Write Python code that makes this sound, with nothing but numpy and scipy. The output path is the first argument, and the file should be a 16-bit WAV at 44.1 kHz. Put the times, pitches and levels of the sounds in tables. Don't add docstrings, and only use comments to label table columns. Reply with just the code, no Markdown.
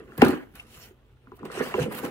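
import sys
import numpy as np
from scipy import signal
from scipy.fft import rfft, irfft, next_fast_len
from scipy.io import wavfile

SR = 44100
rng = np.random.default_rng(int(sys.argv[2]) if len(sys.argv) > 2 else 0)


def inscribe(sig):
    pcm = np.round(np.clip(np.atleast_2d(sig).T, -1, 1) * 32767)
    wavfile.write(sys.argv[1], SR, pcm.astype(np.int16))


N = 92610
LEFT_RIGHT = np.array([[1], [-1]])
RUB_LAG_S = 0.00012


def from_db(db):
    return 10 ** (np.asarray(db) / 20)


def pan(left_over_right_db):
    return from_db(left_over_right_db / 2 * LEFT_RIGHT)


def rms_one(x):
    return x / np.sqrt(np.mean(x ** 2) + 1e-20)


def at_hz(points, hz):
    points_hz, values = np.array(points).T
    return np.interp(np.log(hz), np.log(points_hz), values)


def band_filter(x, order, hz, kind):
    return signal.sosfilt(signal.butter(order, hz, kind, fs=SR, output="sos"), x)


def drift(rate_hz):
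    r = np.exp(-80 * np.pi * rate_hz / SR)
    noise = rng.standard_normal(N // 40 + 2002)
    slow = signal.lfilter([1], [1, -2 * r, r * r], noise)[2000:]
    return np.interp(np.arange(N) / 40, np.arange(len(slow)), rms_one(slow))


def ring(clicks, hz, t60_s):
    r = from_db(-60 / (t60_s * SR))
    w = 2 * np.pi * hz / SR
    return signal.lfilter([0, np.sin(w)], [1, -2 * r * np.cos(w), r * r], clicks + 1e-18)


def grains(per_s, spread_db):
    loudness = from_db(spread_db * np.minimum(rng.exponential(1, (2, N)), 5))
    sizes = loudness * rng.standard_normal((2, N))
    return sizes * (rng.random((2, N)) < per_s / SR)


# frequency in Hz, likeness (1 is the same in both ears).
EAR_LIKENESS = [(30, 1), (80, .9), (500, .8), (2000, 0.32), (8000, 0.21)]


def colour(pair, spectrum):
    hz = np.maximum(np.fft.rfftfreq(N, 1 / SR), 10)
    mid, side = rfft(pair)
    alike = np.clip(at_hz(EAR_LIKENESS, hz), 0, 1)
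    octaves_above = np.maximum(0, np.log2(hz / spectrum[-1][0]))
    shape = from_db(at_hz(spectrum, hz) - 8.9 * octaves_above)
    shape = shape * (hz > spectrum[0][0] * .8)
    both = np.sqrt(1 + alike) * mid + np.sqrt(1 - alike) * side * LEFT_RIGHT
    return rms_one(irfft(shape * both, N))


def patchy(pair, low_hz, high_hz, depth_db, rate_hz):
    hz = np.clip(np.fft.rfftfreq(N, 1 / SR), low_hz, high_hz)
    place = 7 * np.log2(hz / low_hz)
    whole, out = rfft(pair), 0
    for k in range(int(place.max()) + 2):
        band = irfft(whole * np.maximum(0, 1 - np.abs(place - k)), N)
        out = out + from_db(depth_db * drift(rate_hz)) * band
    return rms_one(out)


def split(pair):
    return [rms_one(band_filter(pair, 3, 9300, kind)) for kind in ("low", "high")]


def later_right(x, lag_s):
    turn = np.exp(-2j * np.pi * np.fft.rfftfreq(N, 1 / SR) * lag_s)
    return np.array([x[0], irfft(rfft(x[1]) * turn, N)])


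# frequency in Hz, relative level in dB.
AIR_SPECTRUM = [(15, -54), (25, -18.5), (48, -1.5), (130, -6), (161, -33), (309, -28.5), (734, -33),
                (887, -26.5), (988, -41), (2350, -41), (2550, -34), (3520, -37), (4610, -46.5),
                (12200, -56.5), (16000, -56)]
# frequency in Hz, level in dB (rms).
HUM_TONES = [(60, -76), (125, -65)]


def room_tone():
    t = np.arange(N) / SR
    hum = sum(from_db(db) * np.sqrt(2) * np.sin(2 * np.pi * hz * t) for hz, db in HUM_TONES)
    return hum + from_db(-58.5) * colour(rng.standard_normal((2, N)), AIR_SPECTRUM)


def room(x):
    t60_s, wall_cut_hz = 0.34, 4700
    size = next_fast_len(N + SR)
    w = 2 * np.pi * np.fft.rfftfreq(size)
    dull = 1 / (1 + 1j * w * SR / (2 * np.pi * wall_cut_hz))
    echoes = np.zeros((2, len(w)), complex)
    for k, lag in enumerate(rng.uniform(0.0086, 0.039, 16) * SR):
        loop = from_db(-60 * lag / SR / t60_s) * dull * np.exp(-1j * w * lag)
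        echoes[k % 2] += loop / (1 - loop) * (-1) ** (k // 2)
    return irfft(echoes * rfft(x.mean(axis=0), size), size)[:, :N]


# frequency in Hz, relative level in dB, time to fade by 60 dB in seconds.
BOX_MODES = [(88.6, 1, 0.088), (151.2, 7, 0.056), (215, -14, 0.097), (256.2, 1.5, .08), (306, 0, .08),
             (370.7, 3, 0.1), (430.5, -1, 0.1), (499.8, 1, 0.056), (633, -4, 0.016), (817, -3.5, 0.049),
             (993, -5, 0.067), (1170, -0.5, 0.014), (1415, 2.5, 0.022), (1739, 2.5, 0.013),
             (2265, 0.5, 0.012), (2720, -1, 0.04)]
# time in seconds, then the settings in dB for rumble of the box,
# scrape, hiss of the sliding surfaces, and top of the hiss against its lower part.
RUB_LEVELS = [(0, -42, -51, -69, -48), (.04, -51.5, -63, -76, 1), (.14, -54, -57.5, -67, -4),
              (.17, -56, -58, -63, -2), (0.184, -33, -41, -55, 4), (0.204, -35, -43.5, -48, -9.5),
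              (0.213, -36.5, -33.5, -51, -15), (0.223, -21, -23, -42, -1), (.25, -38.5, -26, -41.5, -5.5),
              (0.291, -41, -35, -44, -3.5), (0.329, -32.5, -36.5, -48, -5.5), (.4, -63, -51.5, -66, 2),
              (.51, -60, -65, -76.5, 4), (0.543, -59, -73.5, -69, -2), (0.558, -59.5, -52.5, -56, -7),
              (.61, -61.5, -59, -57, -5), (.65, -59.5, -61.5, -66.5, -3), (.74, -58.5, -62, -53, -1),
              (0.778, -62, -56, -56, 0), (.84, -57.5, -57, -49.5, -1), (0.949, -65.5, -69.5, -81, 0),
              (1.19, -68.5, -74, -82, -1.5), (1.34, -51.5, -62.5, -78, 0), (1.366, -66, -70, -67.5, 8.5),
              (1.4, -57, -57.5, -79, -4), (1.439, -36, -61.5, -74, 0), (1.458, -41.5, -42.5, -54.5, -8),
              (1.488, -45, -52.5, -63.5, -22), (1.529, -44.5, -42.5, -48, -14),
              (1.591, -46.5, -39.5, -42.5, -14), (1.611, -31.5, -34, -51, -11),
              (1.635, -40, -39, -43.5, -10), (1.69, -42.5, -41, -48.5, -4.5),
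              (1.735, -46.5, -42.5, -51.5, -7), (1.789, -31, -36.5, -47, -3), (1.83, -35, -37, -40.5, -12),
              (1.86, -31, -46, -52, -8), (1.891, -35, -57, -61, -13), (1.921, -41.5, -37.5, -55, 15),
              (1.962, -42, -42, -44.5, 0), (1.99, -43.5, -42, -46.5, 7), (2.015, -43, -43, -53, -1),
              (2.05, -34.5, -37, -45, 0.5), (2.1, -37, -45.5, -53, -8)]
# frequency in Hz, relative level in dB per Hz.
SCRAPE_SPECTRUM = [(290, -29.5), (500, -4), (825, -5.5), (891, -13.5), (972, -5), (2000, -8.5),
                   (2270, -14.5), (2600, -13), (5000, -31.5), (6500, -60.5), (11000, -120)]
# frequency in Hz, relative level in dB per Hz.
HISS_SPECTRUM = [(1760, -11.5), (3000, -1), (3380, -12), (4110, -9), (4600, -13), (8760, -12.5),
                 (10100, -9.5), (11900, -6.5), (16000, -7)]


def rub_rumble():
    rumble = 0
    for hz, _, t60_s in BOX_MODES[1:8]:
        one, other = grains(400, spread_db=0.0)
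        rumble = rumble + ring(one + .2 * other * LEFT_RIGHT, hz, t60_s)
    return rms_one(band_filter(rumble, 2, 115, "high"))


def rub_scrape():
    per_s, ring_share_db = 4200, -7
    rings = 0
    for hz, mode_db, t60_s in BOX_MODES[8:]:
        mode = rms_one(ring(grains(per_s, spread_db=0.5)[0], hz, t60_s))
        rings = rings + from_db(mode_db + 7.2 * drift(6.4)) * mode
    noise = colour(grains(per_s, spread_db=1.5), SCRAPE_SPECTRUM)
    noise = patchy(noise, 500, 5000, depth_db=3.5, rate_hz=20)
    return noise + from_db(ring_share_db) * rms_one(rings)


def rub_hiss(top_db):
    noise = colour(grains(30000, spread_db=3.5), HISS_SPECTRUM)
    lower, top = split(patchy(noise, 3000, 16000, depth_db=3.5, rate_hz=9))
    return from_db(.8 * drift(30)) * lower + from_db(top_db + 0.88 * drift(30)) * top


def rubbing():
    s, *levels = np.transpose(RUB_LEVELS)
    t = np.arange(N) / SR
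    rumble_db, scrape_db, hiss_db, top_db = [np.interp(t, s, level) for level in levels]
    out = from_db(rumble_db + 1.5 * drift(25)) * rub_rumble()
    out += from_db(scrape_db + 1.1 * drift(33)) * rub_scrape()
    out += from_db(hiss_db) * rub_hiss(top_db)
    return later_right(out * pan(-1.5), RUB_LAG_S)


# start in seconds, strength in dB (before a 3 dB cut),
# time to fade by 60 dB in seconds, top against lower part in dB, left over right in dB.
PAPER_TICKS = [(0.178, -40, 0.031, 10.5, -3), (0.218, -20.5, 0.033, -16, 1), (0.2479, -28, 0.04, -3, 8),
               (0.2828, -32, 0.04, 1, 3), (0.304, -40, 0.04, 3, 0.0), (0.5538, -46, 0.031, 4.5, -1),
               (0.559, -58.5, 0.026, -1, 4), (0.599, -50.5, 0.053, -8, 2.5), (1.3684, -60, 0.032, 2, 1),
               (1.3918, -59, 0.036, -16, -6), (1.4524, -44, 0.032, -1, 1.5),
               (1.517, -41.5, 0.044, -14, 0.5), (1.5579, -41, 0.036, -9, 4), (1.6274, -50, 0.035, -4, -4),
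               (1.7964, -38, 0.056, -10, 0.0), (1.826, -33, 0.051, -10, 3), (1.9144, -50, 0.04, -5, -4),
               (1.923, -42, 0.04, -10, 3), (1.948, -41, 0.044, 10, -1), (1.9859, -44.5, 0.04, -4, -16),
               (2.0482, -40, 0.052, 0, 5)]
# frequency in Hz, relative level in dB per Hz.
TICK_SPECTRUM = [(1760, -25.5), (3000, -3), (4140, -7.5), (5290, -9.5), (6440, -14), (13500, -5.5),
                 (16000, -9.5)]


def ticks():
    t, out = np.arange(N) / SR, np.zeros((2, N))
    lower, top = split(colour(grains(14000, spread_db=1.5), TICK_SPECTRUM))
    for s, db, t60_s, top_db, pan_db in PAPER_TICKS:
        fade_db = -60 * np.abs(t - s) / max(t60_s, .005)
        shape = (t >= s) * from_db(db - 3 + fade_db) * pan(pan_db)
        out += shape * (lower + from_db(top_db) * top)
    return later_right(out, RUB_LAG_S)


def nearness(hz, centre_hz, spread_oct):
    return np.exp(-.5 * (np.log2(hz / centre_hz) / spread_oct) ** 2)


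def contact_push(hz, cycles_long):
    cycles = np.arange(0, cycles_long, hz / SR)
    window = np.sin(np.pi * cycles / cycles_long) ** 2
    return window * np.sin(2 * np.pi * cycles) * 4 * hz / SR / cycles_long


# start in seconds, strength in dB, pitch of the panel struck in Hz,
# centre of the upper ring in Hz, hardness in dB, left over right in dB.
BOX_KNOCKS = [(.087, -33, 123, 694, -29, 10), (.120, -38.5, 358, 1530, -4, 1),
              (.153, -45, 373, 1380, -4, -1), (.180, -23, 405, 910, -15, 9),
              (0.189, -14.5, 150, 1430, -33.5, 0.5), (0.188, -31.5, 85, 906, -29.5, 0),
              (.218, -12.5, 90, 2500, 0.5, -3.5), (0.2184, -8, 404, 1620, -3.5, 4.5),
              (0.2201, 1.5, 430, 762, -7.5, 11), (.224, 7.5, 239, 740, -20, -1.5),
              (.233, -12.5, 280, 1380, -9.5, -4.5), (.245, -8.5, 323, 758, -14.5, -2),
              (.252, -5.5, 186.4, 1409, -18, 3), (.261, -11.5, 361, 993, -19.5, -6.5),
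              (.269, -4.5, 210, 760, -15, 2), (0.279, -21, 85, 1500, -12, -3),
              (0.287, -4, 295, 640, -20, 8), (0.298, -12.5, 320, 790, -16, 5),
              (.331, -13.5, 310, 700, -22, -6), (0.373, -22.5, 296, 800, -16, 2),
              (0.539, -25.5, 200, 1420, -31, -5), (.597, -40.5, 200, 2800, 8, 1),
              (0.773, -34, 131, 1410, -17, 0), (.907, -40.5, 371, 630, -18, -5),
              (1.271, -26, 204, 1250, -21.5, -5), (1.318, -32.5, 355, 1050, -4.5, 2),
              (1.393, -39.5, 282, 1280, -9.5, 2), (1.406, -34, 347, 1260, -24, -8),
              (1.43, -24.5, 292, 1050, -10, 5.5), (1.451, -25, 360, 1010, -18, -6),
              (1.5, -24.5, 480, 1170, -8.5, -1), (1.572, -18, 419, 1160, -18, -14),
              (1.599, -13.5, 249, 1610, -14, -3), (1.605, -8.5, 463, 650, -22.5, -22),
              (1.611, -20, 231, 818, -29, -1), (1.740, -24, 90, 2260, 3, -1.5),
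              (1.741, -19, 378, 1003, 1.5, -3), (1.746, -13, 410, 630, -18, -17),
              (1.780, -6.5, 471, 740, -19, -8), (1.790, -9, 510, 1780, -27.5, -16),
              (1.797, -15.5, 144, 1750, -18, -2), (1.811, -14, 144, 1140, -22, -1),
              (1.835, -16.5, 149, 780, -11.5, 4), (1.858, -14.5, 540, 783, -32, -22),
              (1.879, -16.5, 510, 783, -33, -8), (1.910, -29, 407, 1100, -4.5, 1),
              (1.944, -31, 455, 2010, -6, -14), (2.027, -22, 452, 640, -28, 19),
              (2.037, -14.5, 279, 845, -14, 4), (2.051, -22, 470, 784, -20, -22),
              (2.062, -27.5, 195, 790, -10, 11), (2.078, -24.5, 430, 654, -9, -8)]


def knocks():
    s, db, pitch_hz, upper_hz, hard_db, pan_db = np.transpose(BOX_KNOCKS)
    at, out = (s * SR).astype(int), np.zeros((2, N))
    chance = rng.standard_normal((len(s), len(BOX_MODES)))
    for k, (hz, mode_db, t60_s) in enumerate(BOX_MODES):
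        if hz < 580:
            share = nearness(hz, pitch_hz, 0.2) * from_db(-10) * pan(.3 * pan_db)
            cycles_long = 1.11
        else:
            share = nearness(hz, upper_hz, 0.28) * from_db(hard_db - 0.5) * pan(pan_db)
            cycles_long = 0.0017 * hz
        clicks = np.zeros((2, N))
        clicks[:, at] = (-1) ** k * share * from_db(db + mode_db + 1.5 * chance[:, k])
        pushes = signal.fftconvolve(clicks, contact_push(hz, cycles_long)[None])[:, :N]
        out += ring(pushes, hz, t60_s)
    snaps = np.zeros((2, N))
    snaps[:, at] = from_db(db + hard_db + 1.5) * pan(pan_db)
    out += band_filter(snaps + 1e-18, 2, [600, 3950], "band")
    return later_right(out, lag_s=0.00017)


def scene():
    box = band_filter(knocks() + ticks() + rubbing(), 3, 50, "high")
    return box + from_db(-19.5) * room(box) + room_tone()


def record(dry):
    rounded = dry / (1 + np.abs(dry / .95) ** 6) ** (1 / 6)
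    return signal.sosfilt(signal.cheby2(18, 70, 16300, fs=SR, output="sos"), rounded)


dry = scene()
out = record(dry)
inscribe(out)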